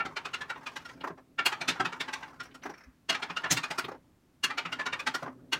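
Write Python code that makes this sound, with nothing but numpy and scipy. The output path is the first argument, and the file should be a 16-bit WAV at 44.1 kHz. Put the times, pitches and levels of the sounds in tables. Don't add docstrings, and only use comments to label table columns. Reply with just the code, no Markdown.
import sys
import numpy as np
from scipy import signal
from scipy.fft import rfft, irfft, next_fast_len
from scipy.io import wavfile

SR = 44100
rng = np.random.default_rng(int(sys.argv[2]) if len(sys.argv) > 2 else 0)


def bounce(signal):
    frames = np.transpose(np.atleast_2d(signal))
    limited = np.clip(frames, -1, 1)
    pcm = np.round(limited * 32767).astype(np.int16)
    wavfile.write(sys.argv[1], SR, pcm)


N = 246519

# [t/s, spot (0-12 down the stack, 13 a hard rim, 14 a loose joint),
# strength level/dB, contact hardness level/dB, jolt to the stack level/dB]
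ARCH_IMPACTS = [(0.006, 0, -27.5, -22, -4.5), (0.06, 14, -36, -3.5, 8.5), (0.172, 3, -33.5, -2, -2.5),
                (0.259, 4, -37, 0, 2), (0.344, 5, -35, 3, -4.5), (0.417, 6, -35.5, -4, -1),
                (0.505, 7, -32.5, -4.5, -6.5), (0.563, 8, -44, -19, 4), (0.622, 10, -52.5, -22, 1.5),
                (0.671, 9, -38, 1, -1), (0.768, 10, -38.5, 4, 1), (0.859, 11.5, -44, 4.5, -7.5),
                (0.897, 11, -46.5, -0.5, 0.5), (1.394, 0, -26, -11, -3.5), (1.465, 1, -26.5, 8.5, -0.5),
                (1.529, 2, -32, -3, -1.5), (1.618, 3, -35, 3, 1.5), (1.689, 4.5, -30, 10.5, 7),
                (1.703, 8, -34.5, 5.5, 9.5), (1.77, 12, -45.5, -7, 3), (1.807, 14, -25, -8, 5.5),
                (1.858, 4, -30.5, -3, 2), (1.931, 7, -39, -2, 3), (2.011, 8.5, -34, 4.5, 4),
                (2.088, 9.5, -36.5, -5, 3), (2.139, 10, -35.5, 7.5, -5), (2.234, 10.5, -40, -7.5, -2),
                (2.408, 12, -38, 2, -4.5), (2.438, 12, -56, 13, 2), (2.552, 12, -49.5, 7, 8.5),
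                (3.101, 1, -29, 8.5, 2.5), (3.129, 1, -39, 4, 4), (3.152, 2, -32, -1.5, -2.5),
                (3.231, 3, -33.5, -1.5, 1.5), (3.305, 4, -37, -5.5, 6), (3.373, 5, -32, -0.5, -4),
                (3.445, 6, -30, -8.5, -2), (3.462, 5, -36.5, -11.5, 0.5), (3.503, 6.5, -39.5, -7, -4.5),
                (3.515, 13, -32, 22.5, 12.5), (3.525, 13.5, -34.5, 21, 15), (3.576, 8, -32, 6.5, 5),
                (3.641, 9, -34, 3, -1), (3.713, 10, -34, 3.5, 5), (3.79, 11.5, -29, 6, 2.5),
                (4.444, 1, -29.5, 11, 0), (4.509, 2, -33, -10, -4.5), (4.585, 3, -30.5, 0.5, -2),
                (4.66, 4, -35.5, -5.5, 5), (4.73, 5, -34.5, 1, -1), (4.799, 6, -32, -8.5, 0.5),
                (4.814, 6, -35.5, -8.5, -5), (4.867, 7, -30.5, 1, -1), (4.935, 8, -31.5, -2.5, -2.5),
                (5.001, 9, -37.5, 3.5, -4), (5.075, 10.5, -27, 1, -2), (5.151, 11.5, -30, 5, 0.5),
                (5.533, 1, -29.5, 7, 0)]
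# [spot, f/Hz, relative level/dB, t60/s]
ARCH_MODES = [(0, 1378, -6, 0.12), (0, 1776, -9, 0.1), (0, 2271, -10, 0.12), (0, 2767, -11, 0.07),
              (1, 1555, -16, 0.18), (1, 2083, -17, 0.12), (1, 2643, -15, 0.1), (1, 2836, -7, 0.07),
              (1, 3289, -15, 0.08), (1, 4317, -13, 0.07), (2, 834, -13, 0.18), (2, 1248, -9, 0.14),
              (2, 1674, -13, 0.06), (2, 1851, -13, 0.08), (2, 1970, -16, 0.07), (2, 2379, -13, 0.1),
              (3, 915, -15, 0.18), (3, 1437, -13, 0.07), (3, 2314, -11, 0.09), (3, 4242, -17, 0.06),
              (4, 177, -14, 0.18), (4, 1281, -12, 0.09), (4, 2520, -9, 0.07), (4, 3560, -19, 0.06),
              (5, 1318, -12, 0.07), (5, 1426, -11, 0.16), (5, 2820, -9, 0.07), (6, 1038, -17, 0.16),
              (6, 1738, -5, 0.11), (7, 1426, -9, 0.13), (7, 1884, -14, 0.07), (7, 2282, -15, 0.14),
              (7, 3870, -16, 0.06), (8, 952, -17, 0.16), (8, 1846, -13, 0.14), (8, 2293, -15, 0.06),
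              (8, 2772, -11, 0.06), (8, 3671, -13, 0.07), (9, 1200, -11, 0.09), (9, 1641, -16, 0.11),
              (9, 2470, -6, 0.08), (9, 3488, -16, 0.06), (10, 866, -11, 0.11), (10, 1590, -10, 0.06),
              (10, 1964, -13, 0.08), (11, 1022, -16, 0.18), (11, 1340, -12, 0.16), (11, 1900, -10, 0.09),
              (11, 2277, -13, 0.1), (12, 1415, -5, 0.09), (12, 1900, -14, 0.08), (12, 5512, -15, 0.06),
              (13, 1400, -8, 0.08), (13, 6018, -14, 0.07), (13, 6336, -12, 0.08), (13, 6454, -11, 0.08),
              (13, 6870, -16, 0.07), (13, 7321, -14, 0.08), (14, 770, -10, 0.1), (14, 1324, -5, 0.075),
              (14, 1604, -9, 0.078)]
SPOT_CLACK_DB = [3, 3.5, -0.5, 1.5, 2.5, 3.5, -2.5, -3, 2, 2.5, -2, -4, -6, -4.5, -4]
# [f/Hz, level/dB]
WOOD_SPECTRUM = [(35, -39), (105, -11), (170, -6), (250, -2), (400, -3), (520, -5.5), (750, -2),
                 (1500, -0.5), (2800, -1), (4500, -4), (6500, -7), (10000, -17), (15000, -26)]
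# [t/s, strength level/dB, hardness level/dB, jolt to the surface level/dB]
CORK_IMPACTS = [(1.045, -32, -3.5, -9), (1.078, -37.5, 2.5, -4.5), (1.106, -44, -8, 3),
                (1.183, -51.5, 0.5, -3), (2.661, -36.5, 2.5, -3), (2.7, -43, 4, 2), (3.888, -39, 1, -1),
                (3.92, -44, 3.5, 2.5), (3.949, -50.5, -4, 1.5), (5.231, -37, 3, -2), (5.264, -39, -7, -8),
                (5.282, -41, -11, 0.5)]
# [f/Hz, relative level/dB, t60/s]
CORK_MODES = [(386, -14.5, .08), (807, -14, 0.052)]
# [f/Hz, level/dB]
CORK_SPECTRUM = [(30, -48.5), (70, -24), (246, -4.5), (938, -3.5), (1520, -7.5), (2260, -15.5), (4000, -25),
                 (5600, -23.5), (8000, -37), (15000, -44)]
# [t/s, strength level/dB]
BALL_CLICKS = [(1.015, -46.5), (2.517, -61.5), (2.627, -57), (3.849, -39.5)]
# [f/Hz, level/dB]
CLICK_SPECTRUM = [(60, -29), (400, -14), (1500, -8), (2800, 2.5), (4400, -3.5), (6000, -21), (15000, -25)]
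# [t/s, strength level/dB, hardness level/dB, ring f/Hz]
RIM_TOUCHES = [(2.459, -55, -3, 5700), (2.639, -47, -4.5, 6000), (2.703, -56, 0, 5761),
               (2.743, -53, -8.5, 5600), (2.783, -57.5, -1.5, 5470), (2.811, -59.5, -6, 5230),
               (2.84, -60, -3, 5400)]
# [f/Hz, level/dB]
TOUCH_SPECTRUM = [(40, -39), (200, -8), (1900, 15), (2600, 6), (3500, -4.5), (4700, -1), (5800, 3),
                  (7000, -15), (15000, -27)]
# [start t/s, reaches the cork t/s, rolling level/dB, rumble level/dB,
# fine rattle level/dB at the end of the run]
RUNS = [(0, 0.94, -57, -59, -65.5), (1.4, 2.304, -52, -61, -67.5), (3.099, 3.81, -51, -64, -67.5),
        (4.44, 5.256, -55, -57.5, -73), (5.53, 5.8, -50, -55, -70)]
# [f/Hz, level/dB]
GRAIN_SPECTRUM = [(150, -16), (450, -0.5), (900, 10.5), (1500, 6.5), (2400, -6), (4000, -26), (6000, -18.5),
                  (15000, -37.5)]
# [f/Hz, level/dB]
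RATTLE_SPECTRUM = [(300, -29.5), (1500, -5.5), (2800, -2.5), (5500, -0.5), (8000, -14.5), (15000, -19)]
# [f/Hz, level/dB]
RUMBLE_SPECTRUM = [(30, -41), (70, -8), (105, -7.5), (140, -2.5), (190, -3.5), (250, 3.5), (380, -4.5),
                   (600, -10), (1500, -52)]
# [f/Hz, level/dB]
AIR_SPECTRUM = [(25, -8.5), (60, -0.5), (260, -0.5), (450, -15), (1000, -16.5), (3000, -25), (15000, -34)]
REGISTER_EDGES_HZ = [90, 600, 2400, 5200, 15000]
# [f/Hz, level/dB]
BASS_LOSS = [(30, -14), (70, -3.5), (130, 0)]
# [thud, knock, clack, tick level/dB]
ON_WOOD_DB = [-15, 0, -4.5, -16]
ON_CORK_DB = [-2, -1, -19, -25]
ON_BALL_DB = [-4, -3, -3, -23]
ON_RIM_DB = [-10, 2, -7, -2]

KNOCK_TIME = np.arange(16384) / SR - .03
KNOCK_SPAN_S = .02
TOP_HZ = 15850
CLACK_SHARE = 0.51
CLATTER_PER_JOLT = .35
NEIGHBOUR_DB, NEIGHBOUR_T60_S = -20, .2
TOUCH_RING_DB, TOUCH_RING_T60_S = -14.5, 0.045
ROLL_ATTACK_S, ROLL_RELEASE_S, RATTLE_RELEASE_S = 0.067, 0.074, 0.035
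RATTLE_GROWTH_DB_PER_S = 17
RUMBLE_ATTACK_S, RUMBLE_HOLD_S, RUMBLE_RELEASE_S = 0.023, 0.14, 0.3
AIR_DB = -66


def arches():
    out = np.zeros(N)
    for s, position, strength_db, hardness_db, jolt_db in ARCH_IMPACTS:
        spot = round(position)
        modes = []
        for at, hz, db, t60 in ARCH_MODES:
            if at == spot:
                modes.append((hz, db, t60))
            elif abs(at - spot) == 1 and max(at, spot) < 13:
                modes.append((hz, db + NEIGHBOUR_DB, NEIGHBOUR_T60_S))
        body_db = -4.5 + CLATTER_PER_JOLT * jolt_db
        levels_db = contact(ON_WOOD_DB, strength_db, hardness_db, jolt_db, SPOT_CLACK_DB[spot])
        blow = knock(WOOD_SPECTRUM, modes, levels_db, rise_s=0.0075, crack_t60=0.045,
                     tail_db=-6, tail_t60=0.2, body_db=body_db)
        add(out, s, blow)
    return out


def cork_bounces():
    out = np.zeros(N)
    for s, strength_db, hardness_db, jolt_db in CORK_IMPACTS:
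        levels_db = contact(ON_CORK_DB, strength_db, hardness_db, jolt_db)
        blow = knock(CORK_SPECTRUM, CORK_MODES, levels_db, rise_s=0.0063, crack_t60=0.05,
                     tail_db=-3.0, tail_t60=0.12, body_db=0.5)
        add(out, s, blow)
    return out


def ball_clicks():
    out = np.zeros(N)
    for s, strength_db in BALL_CLICKS:
        blow = knock(CLICK_SPECTRUM, [], contact(ON_BALL_DB, strength_db), rise_s=.007, crack_t60=0.045,
                     tail_db=-11, tail_t60=0.16, body_db=0)
        add(out, s, blow)
    return out


def rim_touches():
    out = np.zeros(N)
    for s, strength_db, hardness_db, hz in RIM_TOUCHES:
        modes = [(hz, TOUCH_RING_DB, TOUCH_RING_T60_S)]
        levels_db = contact(ON_RIM_DB, strength_db, hardness_db)
        blow = knock(TOUCH_SPECTRUM, modes, levels_db, rise_s=0.0055, crack_t60=0.051,
                     tail_db=-4, tail_t60=0.32, body_db=0.5)
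        add(out, s, blow)
    return out


def soft_bump():
    out = np.zeros(N)
    low = np.sin(2 * np.pi * 62 * KNOCK_TIME) * swell(0.01, 0.09)
    upper = np.sin(2 * np.pi * 248 * KNOCK_TIME) * swell(0.0055, 0.086)
    add(out, 2.876, undb(-52.5) * (low + upper))
    return out


def rolling():
    t = np.arange(N) / SR
    roll, rattle = np.zeros((2, N))
    for start, end, roll_db, _, rattle_db in RUNS:
        roll += undb(roll_db) * gate(start, end, ROLL_ATTACK_S, ROLL_RELEASE_S)
        growth_db = -RATTLE_GROWTH_DB_PER_S * np.maximum(end - t, 0)
        rattle += undb(rattle_db + growth_db) * gate(start, end, ROLL_ATTACK_S, RATTLE_RELEASE_S)
    contacts = np.zeros(N)
    for at in np.linspace(0, N / SR, 300):
        tap = unit(ring(spacing_hz=130, depth_db=5) * swell(.006, .12))
        add(contacts, at + KNOCK_SPAN_S * rng.random(), undb(rng.uniform(-11, 0)) * tap)
    grain = colour(contacts, GRAIN_SPECTRUM)
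    fine = colour(contacts, RATTLE_SPECTRUM)
    return roll * grain / grain.std() + rattle * fine / fine.std()


def stack_rumble():
    level = np.zeros(N)
    for start, end, _, rumble_db, _ in RUNS:
        level += undb(rumble_db) * gate(start, end + RUMBLE_HOLD_S, RUMBLE_ATTACK_S, RUMBLE_RELEASE_S)
    return level * noise(RUMBLE_SPECTRUM) * undb(0.9 * walk(25, size=N))


def room(x, t60, gain_db):
    t = np.arange(SR // 2) / SR
    decay = np.exp(-np.log(1000) * t / t60)
    tail = rng.standard_normal(len(t)) * decay * np.minimum(t / 0.011, 1)
    tail = colour(unit(tail), [(50, 17.0), (200, 22.5), (1500, 2.5), (6000, -6), (14000, -9.5)])
    return undb(gain_db) * signal.fftconvolve(x, tail)[:N]


def room_air():
    return undb(AIR_DB) * noise(AIR_SPECTRUM)


def knock(body, modes, levels_db, rise_s, crack_t60, tail_db, tail_t60, body_db):
    size = len(KNOCK_TIME)
    cloud = ring(spacing_hz=130, depth_db=3.4)
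    crack = cloud * swell(rise_s, crack_t60)
    tail = colour(cloud * swell(rise_s, tail_t60), [(300, 2.0), (1500, 5.0), (10000, -9.0)])
    dense = unit(crack) + undb(tail_db) * unit(tail)
    x = undb(body_db) * unit(colour(dense, body))
    for hz, db, t60 in modes:
        waver = .16 * min(hz / 1000, 1) * walk(85, size=size)
        cycles = hz * KNOCK_TIME + rng.random() + waver
        x = x + undb(db) * unit(np.sin(2 * np.pi * cycles) * swell(rise_s, t60))
    return colour(weigh(x, np.array(levels_db)), BASS_LOSS)


def contact(balance_db, strength_db, hardness_db=0, jolt_db=0, clack_db=0):
    lift_db = np.array([jolt_db, 0, CLACK_SHARE * hardness_db + clack_db, hardness_db])
    return np.array(balance_db) + strength_db + lift_db


def weigh(x, levels_db):
    edges = np.array(REGISTER_EDGES_HZ)
    centres = np.r_[np.sqrt(edges[1:] * edges[:-1]), TOP_HZ]
    bins = (edges * len(x) / SR).astype(int)
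    for _ in range(2):
        power = np.abs(rfft(x)) ** 2
        energy = np.diff(np.cumsum(power)[bins]) * 2 / len(x)
        gain_db = levels_db - 10 * np.log10(energy / (KNOCK_SPAN_S * SR))
        top_db = gain_db[-1] + (gain_db[-1] - gain_db[-2]) / 2
        x = colour(x, np.c_[centres, np.r_[gain_db, top_db]])
    return x


def ring(spacing_hz, depth_db):
    size = len(KNOCK_TIME)
    f = np.fft.rfftfreq(size, 1 / SR)
    humps = np.arange(0, SR / 2, spacing_hz)
    height_db = depth_db * np.clip(rng.standard_normal(len(humps)), -2, 2)
    spectrum = rfft(rng.standard_normal(size))
    return unit(irfft(spectrum * undb(np.interp(f, humps, height_db))))


def swell(rise_s, t60):
    t = KNOCK_TIME
    age = np.hypot(np.maximum(t, 0), rise_s / 2) - rise_s / 2
    return np.exp(-(np.minimum(t, 0) / rise_s) ** 2 - np.log(1000) * age / t60)


def gate(start, end, attack_s, release_s):
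    t = np.arange(N) / SR
    return np.clip((t - start) / attack_s, 0, 1) * np.exp(-np.maximum(t - end, 0) / release_s)


def walk(rate, size):
    knots = rng.standard_normal(size // 16)
    return 2.22 * np.interp(np.arange(size) * rate / SR, np.arange(len(knots)), knots)


def noise(points):
    x = colour(rng.standard_normal(next_fast_len(N)), points)[:N]
    return x / x.std()


def colour(x, points):
    hz, db = np.transpose(points)
    f = np.fft.rfftfreq(len(x), 1 / SR)
    gain_db = np.interp(np.log(f + 1), np.log(hz), db)
    return irfft(rfft(x) * undb(gain_db), len(x))


def unit(x):
    return x / np.sqrt(np.sum(x ** 2))


def undb(db):
    return 10 ** (np.asarray(db) / 20)


def add(out, s, x):
    start = int((s + KNOCK_TIME[0]) * SR)
    a, b = max(start, 0), min(start + len(x), N)
    out[a:b] += x[a - start:b - start]


def scene():
    impacts = arches() + cork_bounces() + ball_clicks() + rim_touches() + soft_bump()
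    direct = impacts + rolling() + stack_rumble()
    return (direct + room(direct, t60=0.11, gain_db=-23.5) + room_air())[None]


def record(dry):
    return signal.sosfilt(signal.ellip(10, .2, 80, TOP_HZ, fs=SR, output="sos"), dry)


dry = scene()
out = record(dry)
bounce(out)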